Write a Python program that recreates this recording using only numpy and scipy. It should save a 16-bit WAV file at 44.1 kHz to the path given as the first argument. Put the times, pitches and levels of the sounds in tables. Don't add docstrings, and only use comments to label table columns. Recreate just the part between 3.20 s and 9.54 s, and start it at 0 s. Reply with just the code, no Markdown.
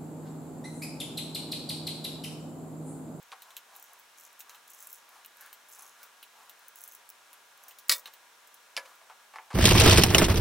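import sys
import numpy as np
from scipy import signal
from scipy.fft import rfft, irfft, next_fast_len
from scipy.io import wavfile

SR = 44100
rng = np.random.default_rng(int(sys.argv[2]) if len(sys.argv) > 2 else 0)


def materialize(psi):
    bounded = np.clip(np.atleast_2d(psi).T, -1, 1)
    quanta = np.round(bounded * 32767).astype(np.int16)
    wavfile.write(sys.argv[1], SR, quanta)


N = 279594

# start_s, length_s, first_rasp_db, last_rasp_db, tick_over_rasp_db
PUSHES = [(0.54, 0.125, -56, -57, 5), (0.963, 0.096, -56, -57, 6), (1.473, 0.28, -56, -50.5, 8),
          (2.485, 0.2, -51, -52.5, 4), (3.555, 0.19, -56.5, -56, 13.5)]
# start_s, level_db
LOUD_TICKS = [(0.5634, -36), (0.598, -39), (0.626, -37), (0.6402, -40), (1.1925, -38), (1.198, -35),
              (1.6714, -30.5), (1.7296, -28), (2.0606, -35), (2.4867, -41), (2.6225, -35), (3.4829, -32.5),
              (3.5574, -34.5), (3.6381, -29.5), (3.677, -30), (3.7352, -39.5), (3.75, -36), (3.891, -34.5),
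              (3.9016, -33.5), (4.437, -37), (4.684, -30), (5.3426, -33.5)]
# start_s, level_db, low_ring_db (relative to level)
HANDLE_CLICKS = [(0.2205, -37, -12), (0.3056, -45, -6.5), (0.367, -29, -13), (0.552, -44, -12),
                 (1.2048, -32.5, -17), (1.2952, -37.5, -11), (1.347, -44.5, -6), (2.0478, -42, -8.5),
                 (2.2096, -37, -23), (2.329, -34.5, -16), (2.831, -36, -16), (3.028, -36, -9),
                 (3.2957, -38, -15), (4.1308, -39, -17), (4.483, -33, -25), (4.509, -40, -12.5),
                 (4.5867, -36, -19), (4.857, -35.5, -3), (4.9375, -40, -12.5)]
# start_s, level_db, ring_db (relative to level)
BLOWS = [(4.6952, -3.5, -22), (4.7160, -12.5, -7.5), (4.7228, -11, -13), (4.7812, -35, -26),
         (4.7948, -36.5, -22)]
# start_s, steel_level_db, board_level_db
LANDINGS = [(5.566, -18, -32), (5.5748, -24, -25), (5.5780, -44, -28.5), (5.596, -52, -39.5),
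            (5.6530, -55, -48)]
# start_s, level_db, edge_db (relative to level), settling_s
SOFT_BUMPS = [(0.118, -35.5, -6, 0.013), (0.124, -34.5, -15, 0.033), (4.857, -50, -6, 0.032),
              (4.873, -40, -2, 0.02), (5.657, -49, 0.5, 0.018), (5.814, -45, -16, 0.02),
              (5.898, -39.5, -17, 0.13), (6.137, -37.5, -16, 0.023), (6.158, -31.5, -14, 0.017),
              (6.185, -33.5, -29, 0.025), (6.304, -32.5, -13, 0.07), (6.33, -34, -10, 0.03)]
# middle_s, level_db, centre_hz
RUBS = [(0.29, -61.5, 1000), (0.547, -60, 880), (0.721, -63, 890), (1.331, -59.5, 1190), (1.628, -63, 1270),
        (1.96, -59.5, 1020), (2.244, -55, 1520), (2.619, -58, 1110), (2.825, -58.5, 1415), (3.21, -60, 980),
        (3.447, -64.5, 1613), (4.135, -65.5, 1233), (4.47, -62, 940), (5.691, -60, 1261)]

# centre_hz, width_hz, level_db
SHANK_RESONANCES = [(5700, 260, -3.5), (6380, 110, 4.5), (7170, 280, -1)]
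# centre_hz, width_hz, level_db
TAP_RESONANCES = [(5400, 200, -8), (6200, 55, 4), (7650, 410, -1), (10180, 600, 0), (11650, 200, 1),
                  (13250, 460, 4), (13750, 900, 7), (15700, 390, 3)]
# centre_hz, width_hz, level_db
HANDLE_RESONANCES = [(1380, 1700, -10), (2935, 450, 1), (4010, 390, -1)]
# centre_hz, width_hz, level_db
SOCKET_RESONANCES = [(6300, 2200, -5), (8630, 470, -2.5), (11740, 2700, -1), (11920, 1100, 3),
                     (14900, 1150, 0.5)]
# centre_hz, width_hz, level_db
BENCH_RESONANCES = [(484, 164, -11), (740, 53, 1.5), (875, 72, 3.5), (1190, 230, -0.5), (1720, 360, -4),
                    (2180, 580, -8), (3300, 580, -20.5)]

# pitch_hz, level_db, t60_s
SPANNER_MODES = [(1911, -1, .095), (2280, -7, .075), (3588, -5, .085), (4346, -10, .07), (4980, -5, .075),
                 (5089, -4, .075), (5904, -6, .07), (7925, 0, .06), (8215, -10, .07), (11097, -3, .07),
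                 (11159, -3, .07), (12244, -9, .07), (12383, -8, .07), (14751, -9, .075)]
# pitch_hz, level_db, t60_s
BAR_MODES = [(1701, -3, 0.096), (1980, -3, 0.11), (2140, -16, .15), (2286, 12.5, 0.024), (5330, -16, 0.14)]
# pitch_hz, level_db, t60_s
BOARD_MODES = [(514, -8, 0.4), (557, -0.5, 0.29), (868, -6, 0.28), (978, -5, 0.38), (1148, 3, 0.18)]

# frequency_hz, density_db
RASP_COLOUR = [(2940, -37), (5000, -14), (5350, 4), (5790, -26), (6160, 0.5), (6500, -3), (6660, -15),
               (7670, 2), (8970, -6), (11300, 4), (12300, -5), (15100, -18), (16000, -14.5)]
# frequency_hz, density_db
CRACK_COLOUR = [(30, -28), (150, -38), (300, -28), (600, -15), (800, -20.5), (1400, -7), (2300, -3),
                (3150, -10.5), (4200, 1), (5000, 1.5), (5500, -7), (7600, -6), (9200, -10), (11000, -4),
                (13300, -11), (15500, -6)]
# frequency_hz, density_db
HEAD_COLOUR = [(100, -49), (1200, -13), (2300, -13), (3000, -1.5), (3800, -12), (4300, -7), (4780, 3.5),
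               (5350, -3), (6300, -13.5), (7100, -18), (9200, -24), (11000, -17), (13000, -33),
               (15000, -24)]
# frequency_hz, density_db
THUD_COLOUR = [(88, -65), (150, -34), (534, -5), (637, -4), (905, -3.5), (1450, -2.5), (1940, -5),
               (2450, -9), (9440, -17), (11300, -11), (16000, -40)]
# frequency_hz, density_db
EDGE_COLOUR = [(1500, -16), (3500, 2), (6000, -5), (10000, -10.5), (16000, -29)]
# frequency_hz, gain_db
SKIN_COLOUR = [(150, -14), (400, -10), (800, 2), (1800, -1), (2600, -3), (12000, 9)]
# frequency_hz, density_db
AIR_COLOUR = [(15, -70), (25, -23.5), (180, -20), (344, -13.5), (463, -8), (887, -3), (962, -2), (1290, -3),
              (1650, -3), (1790, -5), (4030, -8.5), (4740, -13), (5430, -9.5), (14800, -18.5), (16000, -19)]

# pitch_hz, level_db
HUM_TONES = [(234, -89), (959, -72.5), (1178, -73), (1416, -72), (1650, -70.5)]
# frequency_hz, correlation (plain number)
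HISS_LIKENESS = [(60, 0.13), (150, 0.011), (380, 0.584), (950, 0.7), (2380, 0.49), (5980, 0.52),
                 (15000, 0.88)]
# frequency_hz, t60_s
ROOM_DECAY = [(200, 0.16), (700, 0.49), (2000, 0.14), (6000, 0.094), (15000, 0.1)]
# frequency_hz, gain_db
BENCH_SIDE = [(500, -30), (3000, -36), (8000, -20.5), (14000, -19)]

PUSH_ATTACK_S, PUSH_RELEASE_DB_PER_S = 0.0072, 300
DIP_S, DIP_DB = 0.0097, -7
RUN_TICKS_PER_S, TICK_JITTER, TICK_SPREAD_DB = 92, 0.3, 3.5
LOOSE_TICKS_PER_S, LOOSE_TICK_DB = 3.6, -43.5
CLICK_REBOUND_S, CLICK_REBOUND_DB = 0.011, -11.5
LEAD_IN_S, LEAD_IN_DB = 0.0022, -29.5
RATTLE_GAP_S, RATTLE_JITTER_S = 0.0075, 0.001026
RATTLE_DB, RATTLE_RING_DB, RATTLE_HOLD_S, RATTLE_FADE_DB_PER_S = -20, -6.5, 0.035, 420
RATTLE_MUTE_DB_PER_S = 250
KNOCK_GAP_S, KNOCK_SETTLED_DB = 0.007, -23.5
RUB_HALF_S, RUB_WIDTH_HZ = 0.065, 550
HISS_DB = -58.5
TOP_HZ = 15950


def threads():
    slips_per_s, spread_db, slip_t60 = 480, 4, .004
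    slip_sizes = amp(spread_db * np.minimum(rng.standard_normal(N), 1.5))
    slips = (rng.random(N) < slips_per_s / SR) * slip_sizes
    pressure = signal.lfilter([1], [1, -amp(-60 / (slip_t60 * SR))], slips)

    def grit():
        return unit(pressure * rng.standard_normal(N))

    push = effort(np.arange(N) / SR)
    firm = amp(-56.0)
    singing = resonated(grit() * firm * (push / firm) ** 0.67, SHANK_RESONANCES)
    rasp = coloured(grit() * push, RASP_COLOUR)
    tap_ring = resonated(grit() * push, TAP_RESONANCES)
    return amp(-8.5) * singing + amp(-8.5) * rasp + amp(-11.5) * tap_ring


def effort(t):
    total = np.zeros(len(t))
    for s, length, first_db, last_db, _ in PUSHES:
        held_db = np.interp(t, [s, s + length], [first_db, last_db])
        release_db = PUSH_RELEASE_DB_PER_S * np.maximum(t - s - length, 0)
        attack = np.clip((t - s) / PUSH_ATTACK_S, 0, 1)
        total += attack * amp(held_db - release_db)
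    dipped = np.any([(t > s - DIP_S) & (t < s) for s, _ in LOUD_TICKS], axis=0)
    return total * amp(DIP_DB * dipped)


def ticks():
    track, chatter_trim_db, faintest_db = np.zeros(N), -6, -52
    late, strength = rng.standard_normal((int(RUN_TICKS_PER_S * N / SR), 2)).T
    times = np.abs(np.arange(len(late)) + TICK_JITTER * late) / RUN_TICKS_PER_S
    starts, *_, tick_db = np.transpose(PUSHES)
    push_db = 20 * np.log10(effort(times) + 1e-9)
    over_db = tick_db[np.searchsorted(starts, times) - 1]
    levels_db = push_db + over_db + TICK_SPREAD_DB * strength
    run = [(s, db) for s, db in zip(times, levels_db) if db > faintest_db]
    draws = rng.random((int(LOOSE_TICKS_PER_S * N / SR), 2))
    loose = [(u * N / SR, LOOSE_TICK_DB + TICK_SPREAD_DB * (2 * v - 1)) for u, v in draws]
    for s, db in LOUD_TICKS + run + loose:
        snap = contact(db + chatter_trim_db, t60=.006, chatter_db=-9, chatter_t60=.035)
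        snap[0] += amp(db + 6.5)
        add(track, s, resonated(snap, TAP_RESONANCES, scatter_db=3.5))
    return track


def handle():
    track = np.zeros(N)
    rebounds = [(s + CLICK_REBOUND_S, db + CLICK_REBOUND_DB, low_db) for s, db, low_db in HANDLE_CLICKS]
    for s, db, low_db in HANDLE_CLICKS + rebounds:
        snap = contact(db - 6.5, t60=0.0054, chatter_db=-5, chatter_t60=0.068)
        snap[0] += amp(db + 4)
        add(track, s, resonated(snap, SOCKET_RESONANCES, scatter_db=4.0))
        low = contact(db + low_db + 1, t60=0.0094, chatter_db=-5.5, chatter_t60=0.077)
        add(track, s, resonated(low, HANDLE_RESONANCES, scatter_db=2.0))
    return track


def clash():
    s, levels_db, ring_db = np.transpose(BLOWS + rattle(count=14))
    blows = [contact(db - 5.5, t60=0.019, chatter_db=-9.5, chatter_t60=0.076) for db in levels_db]
    crack = contacts(s, blows)
    settle_s, fade_s = 4.738, .02
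    light = np.clip((np.arange(N) / SR - settle_s) / fade_s, 0, 1)
    steel = coloured(crack * (1 - light), CRACK_COLOUR) + resonated(crack * light, SOCKET_RESONANCES)
    ringing = rings(s, levels_db + ring_db - 8, SPANNER_MODES, scatter_db=1.5)
    board_db = -45
    return steel + ringing + rings(s[:1], [board_db], BOARD_MODES, scatter_db=3.5)


def rattle(count):
    first_s = BLOWS[0][0]
    after = RATTLE_GAP_S * np.arange(1, count + 1) + RATTLE_JITTER_S * rng.standard_normal(count)
    free = np.maximum(after - RATTLE_HOLD_S, 0)
    levels_db = RATTLE_DB - RATTLE_FADE_DB_PER_S * free
    ring_db = RATTLE_RING_DB - RATTLE_MUTE_DB_PER_S * free
    lead_in = (first_s - LEAD_IN_S, LEAD_IN_DB, RATTLE_RING_DB)
    return [lead_in] + list(zip(first_s + after, levels_db, ring_db))


def landings():
    s, steel_db, board_db = np.transpose(LANDINGS)
    steel = [contact(db - 5, t60=0.014, chatter_db=-6.5, chatter_t60=0.046) for db in steel_db]
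    board = [contact(db - 8.0, t60=0.023, chatter_db=-7.5, chatter_t60=0.1) for db in board_db]
    clack = coloured(contacts(s, steel), HEAD_COLOUR)
    thud = coloured(contacts(s, board), THUD_COLOUR)
    bar_ring = rings(s, board_db - 13.5, BAR_MODES, scatter_db=1.5)
    board_ring = rings(s, board_db - 27.5, BOARD_MODES, scatter_db=1.5)
    return clack + thud + bar_ring + board_ring


def knocks():
    s, levels_db, edge_db = np.transpose(bumps(count=3))
    hits = [contact(db - 3, t60=0.0094, chatter_db=-8.5, chatter_t60=0.095) for db in levels_db]
    body = contacts(s, [resonated(hit, BENCH_RESONANCES, scatter_db=1.5) for hit in hits])
    hard = [contact(db - 4.5, t60=0.015, chatter_db=-3, chatter_t60=0.074) for db in levels_db + edge_db]
    edge = coloured(contacts(s, hard), EDGE_COLOUR)
    low_cut_hz = 330
    low_cut = signal.butter(3, low_cut_hz, "highpass", fs=SR, output="sos")
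    return signal.sosfilt(low_cut, body + edge)


def bumps(count):
    rows = []
    for s, db, edge_db, settle_s in SOFT_BUMPS:
        for t in KNOCK_GAP_S * np.arange(count):
            rows.append((s + t, db + KNOCK_SETTLED_DB * t / settle_s, edge_db))
    return rows


def hand():
    track = np.zeros(N)
    t = np.arange(-2 * RUB_HALF_S, 2 * RUB_HALF_S, 1 / SR)
    for s, db, hz in RUBS:
        stroke = resonated(rng.standard_normal(len(t)), [(hz, RUB_WIDTH_HZ, 0)])
        swell = np.exp(-(t / RUB_HALF_S) ** 2)
        add(track, max(s + t[0], 0), amp(db) * swell * stroke)
    return filtered(track, lambda hz: amp(along(SKIN_COLOUR, hz)))


def workshop(x, side_db):
    hz, t, z = signal.stft(rng.standard_normal((2, SR // 2)), SR, nperseg=256)
    decay = amp(-60 * t / along(ROOM_DECAY, hz)[:, None])
    tail = signal.istft(z * decay, SR, nperseg=256)[1]
    mid, side = signal.fftconvolve(x[None], tail / np.linalg.norm(tail[0]), axes=1)[:, :N]
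    return np.array([mid + amp(side_db) * side, mid - amp(side_db) * side])


def background():
    def spread(hz):
        angle = np.arccos(np.clip(along(HISS_LIKENESS, hz), -1, 1)) / 2
        return np.array([np.cos(angle), np.sin(angle)])

    noise = coloured(rng.standard_normal((2, N)), AIR_COLOUR)
    mid, side = filtered(noise, spread)
    hiss = amp(HISS_DB) * unit(np.array([mid + side, mid - side]))
    t, drift = np.arange(N) / SR, .02
    hum = np.zeros(N)
    for hz, db in HUM_TONES:
        wander = drift * np.cumsum(rng.standard_normal(N))
        hum += amp(db) * np.sin(2 * np.pi * hz * t + wander)
    return hiss + hum


def contact(db, t60, chatter_db, chatter_t60):
    t = np.arange(SR // 5) / SR
    shape = np.hypot(amp(-60 * t / t60), amp(chatter_db - 60 * t / chatter_t60))
    burst = shape * rng.standard_normal(len(t))
    return amp(db) * burst * np.linalg.norm(shape) / np.linalg.norm(burst)


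def rings(times, levels_db, modes, scatter_db):
    t = np.arange(SR // 2) / SR
    hz, mode_db, t60 = np.transpose(modes)[:, :, None]
    fading = amp(mode_db - 60 * t / t60) * (1 - np.exp(-hz * t)) * np.exp(2j * np.pi * hz * t)

    def strength(db):
        phases = np.exp(2j * np.pi * rng.random(len(modes)))
        return amp(db + scatter_db * rng.standard_normal(len(modes))) * phases

    return contacts(times, [(strength(db) @ fading).imag for db in levels_db])


def contacts(times, sounds):
    track = np.zeros(N)
    for s, sound in zip(times, sounds):
        add(track, s, sound)
    return track


def add(track, s, sound):
    part = track[round(s * SR):][:len(sound)]
    part += sound[:len(part)]


def resonated(x, peaks, scatter_db=0):
    signs = (-1) ** np.arange(len(peaks))
    gains = amp(scatter_db * rng.standard_normal(len(peaks))) * signs

    def response(f):
        total = 0
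        for gain, (centre, width, db) in zip(gains, peaks):
            bandpass = 1j * f * width / (centre * centre - f * f + 1j * f * width)
            total = total + gain * amp(db) * bandpass
        return unit(total)

    return filtered(x, response)


def coloured(x, spectrum):
    def response(hz):
        cepstrum = irfft(np.log(unit(amp(along(spectrum, hz))) + 1e-6))
        half = len(cepstrum) // 2
        cepstrum[1:half] *= 2
        cepstrum[half + 1:] = 0
        return np.exp(rfft(cepstrum))
    return filtered(x, response)


def filtered(x, response):
    length = x.shape[-1]
    size = 2 * next_fast_len(length // 2 + 4096)
    return irfft(rfft(x, size) * response(np.fft.rfftfreq(size, 1 / SR)), size)[..., :length]


def along(points, hz):
    f, v = np.transpose(points)
    return np.interp(np.log(hz + 1), np.log(f + 1), v)


def unit(x):
    return x / np.sqrt(np.mean(np.abs(x) ** 2) + 1e-20)


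def amp(db):
    return 10 ** (np.asarray(db) / 20)


def scene():
    work = threads() + ticks() + handle() + clash() + landings() + knocks() + hand()
    bounce_s, balance_db = .0007, .2
    side = filtered(work, lambda hz: amp(along(BENCH_SIDE, hz)) * np.exp(-2j * np.pi * hz * bounce_s))
    direct = np.array([work + side, work - side])
    room = amp(-12.5) * workshop(work, side_db=-36.0)
    pair = direct + room + background()
    return pair * amp([[balance_db], [-balance_db]])


def record(dry):
    return filtered(dry, lambda hz: 1 / (1 + (hz / TOP_HZ) ** 160))


dry = scene()
out = record(dry)
materialize(out)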